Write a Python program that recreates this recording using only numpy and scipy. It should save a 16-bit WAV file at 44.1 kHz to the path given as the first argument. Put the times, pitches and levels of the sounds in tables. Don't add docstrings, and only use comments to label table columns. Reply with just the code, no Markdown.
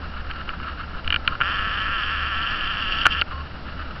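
import sys
import numpy as np
from scipy import signal
from scipy.fft import rfft, irfft
from scipy.io import wavfile

SR = 44100
rng = np.random.default_rng(int(sys.argv[2]) if len(sys.argv) > 2 else 0)


def transcribe(u):
    v = np.clip(np.atleast_2d(u).T, -1, 1)
    q = np.round(v * 32767).astype(np.int16)
    wavfile.write(sys.argv[1], SR, q)


N = 176400
T = np.arange(N) / SR


def amp(db):
    return 10 ** (np.asarray(db) / 20)


def unit(x):
    return x / np.sqrt(np.mean(x ** 2) + 1e-20)


def curve(rows):
    times_s, *columns = np.transpose(rows)
    return [np.interp(T, times_s, column) for column in columns]


def drift(rate_hz):
    lowpass = np.exp(-(np.fft.rfftfreq(N, 1 / SR) / rate_hz) ** 2)
    return unit(irfft(rfft(rng.standard_normal(N)) * lowpass, N))


def colour(x, tone):
    size = 8192
    hz, db = np.transpose(tone)
    bin_hz = abs(np.fft.fftfreq(size, 1 / SR)) + 1
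    log_gain = np.log(amp(np.interp(np.log(bin_hz), np.log(hz), db)))
    response = np.exp(np.conj(signal.hilbert(log_gain)))
    taps = np.fft.ifft(response).real[:size // 2]
    return unit(signal.fftconvolve(x, taps)[:N])


def gate(start_s, end_s, ramp_s):
    return np.clip(np.minimum(T - start_s, end_s - T) / ramp_s, 0, 1)


def add(mix, start_s, sound):
    part = mix[round(start_s * SR):][:len(sound)]
    part += sound[:len(part)]


def zoom_motor():
    # time in seconds, gear beats per second.
    drive_speed = [(1.42, 168), (1.47, 185), (1.505, 221), (1.56, 202), (1.62, 200), (1.70, 205),
                   (1.745, 221), (1.79, 202), (1.84, 200.5), (1.91, 206), (1.95, 219), (2.05, 224),
                   (2.08, 192), (2.15, 217), (2.21, 220), (2.24, 195), (2.29, 220), (2.33, 204),
                   (2.40, 206), (2.46, 220), (2.62, 223), (2.65, 195), (2.72, 221), (2.76, 195),
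                   (2.82, 217), (2.86, 202), (2.92, 199), (3.0, 207), (3.05, 219), (3.13, 196), (3.22, 215)]
    # time in seconds, gear level in dB, rattle level in dB.
    drive_levels = [(1.44, -25.5, -34), (1.51, -26.5, -32.5), (1.6, -27.5, -34), (1.8, -27.5, -30),
                    (1.88, -26.5, -36), (2.05, -27.5, -30), (2.12, -27.5, -32.5), (2.35, -27.5, -32.5),
                    (2.65, -28.5, -30), (2.85, -30, -29.5), (3.02, -28.5, -25.5), (3.085, -33.5, -45),
                    (3.115, -32, -22.5), (3.15, -27, -33), (3.19, -30, -26), (3.22, -29, -28)]
    beat_hz = curve(drive_speed)[0]
    gear_db, rattle_db = curve(drive_levels)
    beat_count = np.cumsum(beat_hz) / SR
    contact = unit(np.exp(-(beat_count % 1) / 1.2))
    gears = amp(gear_db) * gear_beats(beat_hz, beat_count, contact)
    rattle = amp(rattle_db) * barrel_rattle(contact)
    surge_from_s, surge_db_per_s = 2.5, 2
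    surge_db = surge_db_per_s * np.maximum(T - surge_from_s, 0) * drift(rate_hz=45)
    return gate(start_s=1.412, end_s=3.222, ramp_s=0.024) * (gears + amp(surge_db) * rattle)


def gear_beats(beat_hz, beat_count, contact):
    smooth_below_hz, base_jitter_s, chatter_s_per_hz = 190, 20e-6, 7e-6
    lean, force_spread, roughness = 0.06, 0.16, 0.28
    onsets = np.flatnonzero(np.diff(np.floor(beat_count)))
    force_scatter, time_scatter = rng.standard_normal((N, 2))[:len(onsets)].T
    jitter_s = base_jitter_s + chatter_s_per_hz * np.maximum(beat_hz[onsets] - smooth_below_hz, 0)
    shifts = np.round(time_scatter * jitter_s * SR).astype(int)
    push_pull = (-1.0) ** np.arange(len(onsets)) + lean
    beats = np.zeros(N)
    beats[np.clip(onsets + shifts, 0, N - 1)] = push_pull * (1 + force_spread * force_scatter)
    grit = roughness * contact * rng.standard_normal(N)
    # frequency in Hz, relative level in dB.
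    gear_tone = [(300, -31.5), (900, -26.5), (1030, -14.5), (1105, -10), (1220, -7), (1285, -6),
                 (1328, -0.5), (1375, -1.5), (1500, -11.5), (1610, -3), (1665, -5.5), (1713, -1.5),
                 (1765, -5.5), (1920, -13.5), (2080, -21.5), (2250, -17.5), (2450, -14), (2800, -14),
                 (3150, -21), (3600, -46), (5400, -36.5), (6300, -83.5)]
    return colour(unit(beats) + grit, gear_tone)


def barrel_rattle(contact):
    # frequency in Hz, relative level in dB.
    rattle_tone = [(300, -38.5), (1000, -24), (1400, -16), (2080, -21), (2250, -17.5), (2550, -13),
                   (2800, 3.5), (2950, -5), (3110, 2.5), (3250, -12), (3420, -8.5), (3620, -25),
                   (4200, -25), (4600, -17.5), (5150, -30.5), (5500, -25), (6300, -77)]
    patchy_db = 3.2 * drift(rate_hz=330)
    return colour(contact * amp(patchy_db) * rng.standard_normal(N), rattle_tone)


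def clicks():
    # frequency in Hz, relative level in dB, T60 in seconds.
    shell_modes = [(1194, -5, 0.013), (1393, -0.5, 0.026), (1592, 0, .014), (1730, -5.5, 0.026),
                   (2130, 0.5, 0.0044), (2404, -5, 0.019), (2820, 6, 0.0099), (3033, 6.5, 0.0055),
                   (4440, -18.5, .012)]
    # start in seconds, level in dB, tilt in dB/octave, scuff gain.
    blows = [(0.3025, -32.5, -11, .2), (.311, -28.5, 3.5, 0.12), (0.4906, -24.5, -1, 0.045),
             (.5995, -32, -10, .3), (.642, -37.5, 0.5, .3), (0.6825, -34.5, 0.5, 0.09),
             (.9478, -32, -17, 0.083), (1.0444, -33, -2, 0.092), (1.0762, -20.5, 8, 0.025),
             (1.1033, -17.5, 7, 0.083), (1.1242, -15, 4, 0.13), (1.1419, -16, 3, 0.077),
             (1.1606, -16.5, 3.5, 0.017), (1.276, -11.5, 5.5, 0.077), (1.3215, -24.5, -19, 0.098),
             (1.351, -26.5, -16, 0.23), (1.4034, -21, -11, 0.039), (1.4112, -14.5, -6.5, .03),
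             (1.417, -15.5, -3, 0.092), (3.0533, -13, -0.5, 0.039), (3.056, -9, -3, 0.15),
             (3.0649, -6, -6.5, 0.023), (3.213, -17, 19, 0.1), (3.2173, -13.5, -4.5, 0.089),
             (3.3106, -28.5, -17, .1)]
    scuff_s, equivalent_s = 0.0024, 0.005
    thump_hz, thump_relative_db, thump_decay_s = 150, -18, 0.0054
    out, t = np.zeros(N), T[:SR // 16]
    thump = np.sin(2 * np.pi * thump_hz * t) * np.exp(-t / thump_decay_s)
    lowpass = np.vstack([signal.butter(2, 4220, fs=SR, output="sos"),
                         signal.cheby1(10, 1, 5300, fs=SR, output="sos")])
    for start_s, level_db, tilt_db_per_octave, scuff in blows:
        ring = np.zeros(len(t))
        for k, (hz, mode_db, t60_s) in enumerate(shell_modes):
            envelope = amp(mode_db + tilt_db_per_octave * np.log2(hz / 2000) - 60 * t / t60_s)
            ring += (-1) ** k * envelope * np.sin(2 * np.pi * hz * t)
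        blow = scuff * rng.standard_normal(len(t)) * np.exp(-t / scuff_s)
        blow[0] = 1
        click = signal.sosfilt(lowpass, signal.fftconvolve(blow, ring)[:len(t)])
        click *= np.sqrt(equivalent_s * SR / np.sum(click ** 2))
        add(out, start_s, amp(level_db) * (click + amp(thump_relative_db) * thump))
    return out


def lens_knock():
    start_s, gain_db, width_s = 3.0653, -1.5, 0.00013
    out = np.zeros(N)
    u = T[:SR // 16] / width_s
    add(out, start_s, amp(gain_db) * u * (2 - u) * np.exp(-u))
    return out


def lens_rustle():
    # frequency in Hz, relative level in dB.
    rustle_tone = [(500, -37), (950, -15.5), (1150, -6), (1330, 4), (1500, -3), (1700, -4.5), (2000, -16),
                   (2500, -17.5), (2830, -6.5), (3050, -13), (3400, -24), (4500, -21.5), (5400, -45.5),
                   (6200, -91)]
    # time in seconds, level in dB.
    rustle_levels = [(0, -36.5), (.11, -39.5), (.19, -35), (.24, -41.5), (.3, -32), (.345, -42), (.39, -32),
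                     (.45, -39.5), (.51, -35), (.57, -38), (.68, -32), (.75, -37.5), (.81, -34.5),
                     (.9, -42), (.96, -38.5), (1.03, -43.5), (1.13, -30.5), (1.19, -44), (1.25, -32.5),
                     (1.33, -34), (1.39, -40), (3.24, -46.5), (3.3, -36), (3.37, -38.5), (3.45, -35.5),
                     (3.51, -44), (3.57, -39), (3.64, -44.5), (3.7, -37), (3.75, -41.5), (3.83, -35.5),
                     (3.91, -42.5), (4, -36)]
    noise = rng.standard_normal(N)
    patchy_db = 3 * drift(rate_hz=43)
    return amp(curve(rustle_levels)[0]) * colour(noise * amp(patchy_db), rustle_tone)


def focus_whine():
    # start in seconds, end in seconds, level in dB.
    runs = [(1.275, 1.36, -40), (3.32, 3.426, -38.5)]
    # frequency in Hz, relative level in dB.
    partials = [(1082, 0), (2923, -12), (4474, -19)]
    waver, rasp = 0.021, 0.13
    clock_s = T + np.cumsum(waver * drift(rate_hz=92)) / SR
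    whine = sum(amp(db) * np.sin(2 * np.pi * hz * clock_s) * (1 + rasp * drift(rate_hz=200))
                for hz, db in partials)
    envelope = sum(amp(db) * gate(start_s, end_s, ramp_s=0.0033) for start_s, end_s, db in runs)
    return envelope * unit(whine)


def hand_rumble():
    # time in seconds, level in dB.
    rumble_levels = [(0, -40), (.4, -37), (.75, -43), (1.0, -43), (1.15, -38), (1.4, -40), (1.8, -37),
                     (2.3, -43), (2.75, -35), (3.05, -38), (3.3, -46), (4, -44)]
    # frequency in Hz, relative level in dB.
    rumble_tone = [(10, -7.5), (30, 6), (60, -11), (140, -19.5), (300, -29), (800, -56), (3000, -92)]
    return amp(curve(rumble_levels)[0]) * colour(rng.standard_normal(N), rumble_tone)


def outdoor_air(level_db=-34, sway_db=0.7):
    # frequency in Hz, relative density in dB.
    air_tone = [(10, 4), (25, -1.5), (50, -8), (90, -10.5), (170, -12.5), (280, -16), (400, -23.5),
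                (600, -20), (900, -23.5), (2000, -29.5), (3500, -34), (4800, -35.5), (5500, -40),
                (6300, -82.5)]
    air = colour(rng.standard_normal(N), air_tone)
    return air * amp(level_db + sway_db * drift(rate_hz=3))


def machine_hum(pitch_hz=71.6, wander_hz=2, level_db=-37.5, sway_db=3.6):
    hz = pitch_hz + wander_hz * drift(rate_hz=10.8)
    hum = np.sin(2 * np.pi * np.cumsum(hz) / SR)
    return amp(level_db) * unit(hum * amp(sway_db * drift(rate_hz=10)))


def scene():
    camera = zoom_motor() + clicks() + lens_knock() + lens_rustle() + focus_whine()
    return (camera + hand_rumble() + outdoor_air() + machine_hum())[None]


def record(dry):
    ceiling, cutoff_hz = 0.72, 16500
    limited = dry / (1 + (dry / ceiling) ** 8) ** (1 / 8)
    lowpass = signal.firwin(511, cutoff_hz, window=("kaiser", 9), fs=SR)
    return signal.oaconvolve(limited, lowpass[None], "same")


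dry = scene()
out = record(dry)
transcribe(out)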